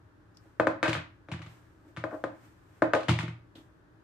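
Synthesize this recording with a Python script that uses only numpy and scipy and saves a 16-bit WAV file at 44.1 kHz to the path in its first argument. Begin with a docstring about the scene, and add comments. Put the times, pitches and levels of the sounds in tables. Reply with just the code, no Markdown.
"""A quiet household hum in a small kitchen, then a rustle of sleeve and fingers at the rim, then the knocks:
a metal tray heavy with batter, tilted, dropped and nudged on a worktop close to a phone's two microphone ports.
Hum, rustle and room are shaped noise; tray and worktop are sums of decaying modes set off by each blow;
rim ticks are short clicks in chattering bursts, and dragging is a run of random jolts ringing the tray."""
import sys
import numpy as np
from scipy import signal
from scipy.io import wavfile
from scipy.ndimage import uniform_filter1d

SR = 44100
rng = np.random.default_rng(int(sys.argv[2]) if len(sys.argv) > 2 else 0)


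def file_out(sig):
    """Save sig as 16-bit WAV at sys.argv[1]."""
    # one column per channel
    cols = np.atleast_2d(sig).T
    # limit, then scale
    lim = np.clip(cols, -1, 1)
    pcm = np.round(lim * 32767).astype(np.int16)
    wavfile.write(sys.argv[1], SR, pcm)


N = 178031  # samples
TRAVEL_S = 0.002  # delay from the listed time of a touch, blow or rattle to the microphone


def gain_of(db):
    """Decibels to amplitude gain."""
    return 10 ** (np.asarray(db) / 20)


def evened(x):
    """Scales to rms 1."""
    return x / np.sqrt(np.mean(x ** 2) + 1e-20)


def read(points, hz):
    """Reads a table on a log-frequency axis."""
    f, value = np.transpose(points)
    return np.interp(np.log(hz + 1), np.log(f + 1), value)


def add(mix, s, sound):
    """Mixes a sound in at time s, cut where the mix ends."""
    start = max(round(s * SR), 0)
    part = mix[..., start:][..., :sound.shape[-1]]
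    part += sound[..., :part.shape[-1]]


# How alike diffuse sound is at the two ports: f/Hz, likeness [0 to 1]
PORT_LIKENESS = [(100, 0.98), (250, 0.5), (500, 0.54), (1000, 0.033), (2000, 0.0098), (12000, 0.026)]


def diffuse(shape_db, count, size):
    """Sound from all around: two-channel noise from random short-time spectra, coloured by shape_db(hz, t)."""
    hz = np.fft.rfftfreq(size, 1 / SR)[:, None]
    t = np.arange(count * 4 // size + 5) * size / 4 / SR
    a, b, c, d = rng.standard_normal((len(t), len(hz), 4)).T
    same = read(PORT_LIKENESS, hz)
    left = a + 1j * b
    right = same * left + np.sqrt(1 - same ** 2) * (c + 1j * d)
    spectra = np.array([left, right]) * gain_of(shape_db(hz, t))
    return signal.istft(spectra, nperseg=size, noverlap=size * 3 // 4)[1][:, :count]


# Broad household noise, relative spectrum: f/Hz, level/dB per Hz
HOUSE_COLOUR = [(24, -35.5), (40, -3.5), (75, -12.5), (111, -2.5), (139, -23.5), (178, -9), (197, -26),
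                (301, -11.5), (496, -25), (620, -23), (703, -30.5), (796, -25), (1680, -25.5), (2160, -38),
                (15400, -59.5)]
# Wavering appliance hum: f/Hz, width/Hz, level/dB
APPLIANCE_HUM = [(108, 10, -71), (314.8, 23, -72.5)]


def house():
    """Broad household noise with narrow noise bands that waver as hums."""
    noise = diffuse(lambda hz, t: read(HOUSE_COLOUR, hz) + 0 * t, count=N, size=2048)
    out = gain_of(-58) * evened(noise)
    for hum_hz, width_hz, db in APPLIANCE_HUM:
        band = lambda hz, t: -10 * np.log10(1 + ((hz - hum_hz) / width_hz * 2) ** 4) + 0 * t
        out += gain_of(db) * evened(diffuse(band, count=N, size=4096))
    return out * gain_of([[.6], [-.6]])  # slightly louder on the left


# Relative spectrum of skin and fabric: f/Hz, level/dB per Hz
CLOTH_COLOUR = [(1470, -4.5), (2500, -11), (3920, -18.5), (8790, -19), (10400, -29.5), (12200, -22.5),
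                (14300, -25), (15400, -31)]
# Fingers and sleeve rubbing: loudest t/s, loudest level/dB, swell/dB per s, fade/dB per s
RUSTLES = [(0.439, -68.5, 132, 68), (1.51, -60.5, 147, 59), (1.89, -69, 207, 152), (2.151, -61.5, 153, 122),
           (2.455, -62, 89, 113.5), (2.78, -65.5, 59, 188), (3.57, -59.5, 892.5, 137)]


def rustle():
    """Fine friction hiss of skin and fabric, slightly grainy, swelling and fading."""
    t = np.arange(N) / SR
    grain_db = 0.39 * evened(uniform_filter1d(rng.standard_normal(N), 200))
    level = np.zeros(N)
    for s, db, swell_db, fade_db in RUSTLES:
        level += gain_of(db - np.maximum(swell_db * (s - t), fade_db * (t - s)))
    hiss = evened(diffuse(lambda hz, t: read(CLOTH_COLOUR, hz) + 0 * t, count=N, size=256))
    return hiss * gain_of(grain_db) * level


def ring(modes, rise_s, spot_hz=700, focus_db=0, hard_db=0, flip_hz=1600):
    """Response to one blow, peak 1: the spot favours modes near spot_hz, a hard contact the high ones."""
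    hz, db, t60 = np.transpose(modes)[:, :, None]
    t = np.arange(min(round(t60.max() * SR), SR // 2)) / SR
    octaves = np.log2(hz / spot_hz)
    db = db + np.clip(hard_db, -5, 5) * octaves - focus_db * octaves ** 2
    # above flip_hz neighbouring modes start in opposite directions
    sign = (-1.) ** np.cumsum(hz > flip_hz)[:, None]
    partials = sign * gain_of(db - 60 * t / t60) * np.sin(2 * np.pi * hz * t)
    x = partials.sum(0) * (1 - np.exp(-t / rise_s))
    return x / abs(x).max()


# Modes of the batter-damped tray struck at a corner: f/Hz, relative level/dB, t60/s
TRAY_MODES = [(300.6, -19.5, 0.19), (320.4, -13, 0.15), (487, -19.5, 0.052), (551.4, -11.5, 0.088),
              (600, -2, 0.015), (623, -11.5, 0.062), (671, 1, 0.0099), (815, -16, .05), (1037, -8.5, 0.047),
              (1244.6, -1.5, 0.028), (1373, 10.5, 0.011), (1503, 3.5, 0.021), (1790, 7.5, 0.0095),
              (2215, 8.5, 0.007), (2532, -15.5, 0.095), (2770, -72.5, 0.0055), (3320, -53.5, 0.024)]
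# Fingertips touching and brushing the rim: t/s, puff level/dB, f/Hz, decay/s, soft bump level/dB
TOUCHES = [(0.343, -71, 5350, 0.014, -90), (0.368, -41.5, 5120, 0.0021, -86),
           (0.453, -95, 5700, 0.007, -51), (3.551, -50, 3440, 0.014, -44), (3.575, -60, 3350, 0.029, -47)]


def touches():
    """Short puffs of friction noise around one pitch, over a soft low bump of the tray."""
    out = np.zeros((2, N))
    t = np.arange(SR // 4) / SR
    for s, db, pitch_hz, decay_s, bump_db in TOUCHES:
        # the finger slides off: a fast decay over a weak slower one
        fade = (1 - np.exp(-t / 0.0021)) * (np.exp(-t / decay_s) + 0.056 * np.exp(-t / 0.026))
        band = lambda hz, frames: -10 * np.log10(0.027 + ((hz - pitch_hz) / 1600) ** 2) + 0 * frames
        puff = evened(diffuse(band, count=len(t), size=256))
        body = ring(TRAY_MODES, rise_s=0.00091, spot_hz=240, focus_db=10)
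        bump = signal.fftconvolve(rng.standard_normal(len(t)) * fade, body)
        add(out, s + TRAVEL_S, gain_of(db) * puff * fade)
        add(out, s + TRAVEL_S, gain_of(bump_db) * bump / abs(bump).max())
    return out


# Relative tick colour of the rim: f/Hz, level/dB per Hz
RIM_COLOUR = [(470, -31), (800, -9), (1470, -7), (2240, -8), (3050, -10), (5460, -24.5), (7250, -25),
              (10600, -34.5), (12700, -43.5), (15400, -55.5)]


def tick(bright_db=0):
    """One causal click with the rim's colour, tilted by bright_db per octave (less in the bass), peak 1."""
    hz = abs(np.fft.fftfreq(2048, 1 / SR))
    tilt_db = bright_db * np.log2(hz / 2000 + .1)
    log_gain = np.log(gain_of(read(RIM_COLOUR, hz) + tilt_db))
    # minimum phase puts the energy at the very start
    x = np.fft.ifft(np.exp(np.conj(signal.hilbert(log_gain)))).real[:1024]
    return x / abs(x).max()


def chatter(db, decay_s, click):
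    """A burst of tiny rim contacts, and the single click of equal energy that the walls blur it into."""
    t = np.arange(SR // 5) / SR
    hits = rng.random(len(t)) < 4000 / SR  # 4000 contacts per second on average
    contacts = 0.6 * rng.standard_normal(len(t)) * hits * np.exp(-t / decay_s)
    contacts[0] = 1
    burst = gain_of(db) * signal.fftconvolve(contacts, click)
    blurred = gain_of(db) * np.linalg.norm(contacts) * click
    return burst, blurred


# Decay of the kitchen's answer: f/Hz, t60/s
ROOM_T60 = [(100, 1), (300, 0.12), (700, 0.32), (1800, 0.36), (4800, 0.3), (12000, 0.17)]
# Relative colour of the kitchen's answer: f/Hz, level/dB
ROOM_COLOUR = [(100, -10.6), (300, -5.5), (600, -1.5), (1500, -9), (4000, -1.5), (7000, -2.5), (12000, -2)]


def room(x, wet_db):
    """Diffuse answer of the kitchen, each band dying at its own speed."""
    decay = lambda hz, t: read(ROOM_COLOUR, hz) - 60 * t / read(ROOM_T60, hz)
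    tail = diffuse(decay, count=SR // 2, size=256)
    # the first walls answer late
    tail = tail * np.clip((np.arange(SR // 2) / SR - .002) / 0.0011, 0, 1)
    tail = tail / np.sqrt((tail ** 2).sum() / 2)
    return gain_of(wet_db) * signal.fftconvolve(x[None], tail, axes=1)


SHADOW_HZ = 420  # well below this the phone casts no shadow and both ports hear alike
BOUNCE_S, BOUNCE_DB = 0.000473, -12.5  # worktop bounce at the right port, after and below its direct sound
LEFT_DELAY_S = 0.00005


def placed(x, pan_db):
    """Direct sound at the two ports: shared bass, upper range pan_db louder on the left."""
    highpass = signal.butter(1, SHADOW_HZ, "high", fs=SR, output="sos")
    upper = signal.sosfilt(highpass, x)
    left, right = np.zeros(len(x)), upper.copy()
    add(left, LEFT_DELAY_S, upper)
    steps = np.arange(len(x))
    right += gain_of(BOUNCE_DB) * np.interp(steps - BOUNCE_S * SR, steps, upper, left=0)
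    return x - upper + np.array([left * gain_of(pan_db / 2), right * gain_of(-pan_db / 2)])


def blow(knock, click, rim_db, chatter_s, boom, pan_db, wet_db):
    """One blow at the ports: tray knock, rim chatter, worktop boom and the room's answer to knock and rim."""
    direct, blurred = chatter(rim_db, chatter_s, click)
    to_walls = knock.copy()
    add(direct, 0, knock)
    add(to_walls, 0, blurred)
    out = room(to_walls, wet_db)
    add(out, 0, placed(direct, pan_db))
    add(out, 0, boom)
    return out


# Modes of the worktop: f/Hz, relative level/dB, t60/s
WORKTOP_MODES = [(88, -3.5, 0.25), (116.85, -2.5, 0.45), (160.8, 0, 0.2), (213, -5, 0.1), (299.6, 0, 0.13),
                 (341.9, 7.5, 0.18)]


def worktop_boom(db, boom_hz):
    """Low boom of the worktop, its modes near boom_hz favoured."""
    return gain_of(db) * ring(WORKTOP_MODES, rise_s=0.002, spot_hz=boom_hz, focus_db=12, flip_hz=100)


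# A corner of the tilted tray knocks the worktop:
# t/s, tray level/dB, favoured tray f/Hz, hardness/dB per octave
KNOCKS = [(0.596, -7.5, 580, -1), (0.668, -8, 594, -0.5), (2.037, -18, 630, -1.5), (2.109, -35, 556, 0),
          (2.237, -16.5, 545, -1.5), (2.819, -7, 560, -1.5), (2.933, -8.5, 570, 1.5)]
KNOCK_RIM_DB, KNOCK_BOOM_DB = -16.5, -24.5  # relative to the knock, rim at hardness 0
RIM_PER_HARD = 2.1  # a harder knock ticks louder: dB per dB of hardness


def knocks():
    """Corner knocks: dull tray modes around one favoured pitch, with rim ticks and a worktop boom."""
    out, click = np.zeros((2, N)), tick(bright_db=0.2)
    for s, db, spot_hz, hard_db in KNOCKS:
        knock = gain_of(db) * ring(TRAY_MODES, 0.0022, spot_hz, focus_db=3.5, hard_db=hard_db)
        boom = worktop_boom(db + KNOCK_BOOM_DB, boom_hz=130)
        rim_db = db + KNOCK_RIM_DB + RIM_PER_HARD * hard_db
        add(out, s + TRAVEL_S, blow(knock, click, rim_db, 0.0039, boom, pan_db=5.5, wet_db=-1.5))
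    return out


# The base slaps down and bounces: t/s, tray level/dB, hardness/dB per octave (limited to +-5 in use),
# rim tick level/dB, chatter decay/s, worktop boom level/dB, favoured boom f/Hz
LANDINGS = [(0.827, -11, -2, -16.5, 0.0021, -36, 121), (0.878, -20, -7, -20.5, 0.0045, -26, 127),
            (0.929, -33.5, 2, -16.5, 0.0019, -41, 118), (0.949, -19.5, 0, -41, 0.0023, -32.5, 125),
            (0.9694, -32.5, 6, -36, 0.0009, -29, 125), (1.284, -36, -9, -51.5, 0.01, -45, 151),
            (1.314, -36, -17, -34.5, 0.012, -28, 132), (1.336, -31.5, 5, -60, 0.0035, -26.5, 143),
            (1.3907, -44, -7, -45, 0.002, -37.5, 125), (1.416, -39, 5, -43.5, 0.0076, -47, 136),
            (1.461, -49, -8, -44.5, 0.0058, -41.5, 134.5), (1.969, -28.5, 0.5, -35.5, .006, -33, 133),
            (3.082, -20, -6.5, -21, 0.012, -16.5, 135), (3.0915, -33, 8, -17.5, 0.0024, -21, 135),
            (3.1056, -42, 5.5, -28, 0.01, -17.5, 145), (3.187, -22.5, 8.5, -21.5, 0.0018, -26.5, 132.6),
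            (3.229, -33.5, -6.5, -32.5, 0.0027, -27, 170), (3.278, -32.5, 9, -39.5, .005, -30.5, 139)]


def landings():
    """Flat landings: no tray pitch is favoured by a struck spot, and the room answers more strongly."""
    out, click = np.zeros((2, N)), tick(bright_db=-0.56)
    for s, db, hard_db, rim_db, chatter_s, boom_db, boom_hz in LANDINGS:
        knock = gain_of(db) * ring(TRAY_MODES, rise_s=0.0013, hard_db=hard_db)
        boom = worktop_boom(boom_db, boom_hz)
        add(out, s + TRAVEL_S, blow(knock, click, rim_db, chatter_s, boom, pan_db=5.5, wet_db=2.5))
    return out


# The tray base drags on the worktop: start t/s, loudest t/s, end t/s,
# loudest level/dB, favoured tray f/Hz, focus/dB per octave squared
DRAGS = [(0.833, 0.842, 0.93, -27, 900, 1.5), (1.839, 1.893, 2, -57.5, 306, 16),
         (2.113, 2.141, 2.178, -36, 555, 7.5), (2.942, 2.955, 3, -23, 650, 13)]
DRAG_START_DB, DRAG_END_DB = -3, -21.5  # relative to the loudest moment


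def drag():
    """Stick-slip jolts of uneven size ring the tray while its base slides."""
    x = np.zeros(N)
    for start, loudest, end, db, spot_hz, focus_db in DRAGS:
        count = SR // 4
        t = start + np.arange(count) / SR
        size, when, sign = rng.random((count, 3)).T
        slips = (.3 + size) * (when < 1500 / SR) * np.sign(sign - .5)  # 1500 per second on average
        level_db = db + np.interp(t, [start, loudest, end], [DRAG_START_DB, 0, DRAG_END_DB])
        slips = evened(slips) * gain_of(level_db) * (t < end)
        body = ring(TRAY_MODES, 0.0032, spot_hz, focus_db)
        add(x, start, signal.fftconvolve(slips, body / np.linalg.norm(body)))
    return placed(x, pan_db=5.8) + room(x, wet_db=-5)[:, :N]


# The loose rim rattles between blows: t/s, first contact level/dB
RATTLES = [(0.8591, -23), (0.893, -24), (1.9631, -36), (2.9483, -22), (3.0047, -35.5), (3.03, -33.5),
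           (3.12, -50), (3.138, -30), (3.2061, -29), (3.291, -55)]


def rattles():
    """Chattering rim contacts too light to ring the tray."""
    out, click = np.zeros((2, N)), tick()
    for s, db in RATTLES:
        close, blurred = chatter(db, 0.003, click)
        add(out, s + TRAVEL_S, placed(close, pan_db=0.81))
        add(out, s + TRAVEL_S, room(blurred, wet_db=-0.5))
    return out


def scene():
    """All sources at the microphone ports."""
    return house() + rustle() + touches() + knocks() + landings() + drag() + rattles()


MIC_HZ, EDGE_HZ = 65.6, 15500  # bass edge of the microphone, upper band limit


def record(dry):
    """Bass roll-off of the small microphone, then the band limit."""
    highpass = signal.butter(2, MIC_HZ, "high", fs=SR, output="sos")
    thin = signal.sosfilt(highpass, dry)
    lowpass = signal.firwin(511, EDGE_HZ, window=("kaiser", 9), fs=SR)
    return signal.oaconvolve(thin, lowpass[None], "same")


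dry = scene()
out = record(dry)
file_out(out)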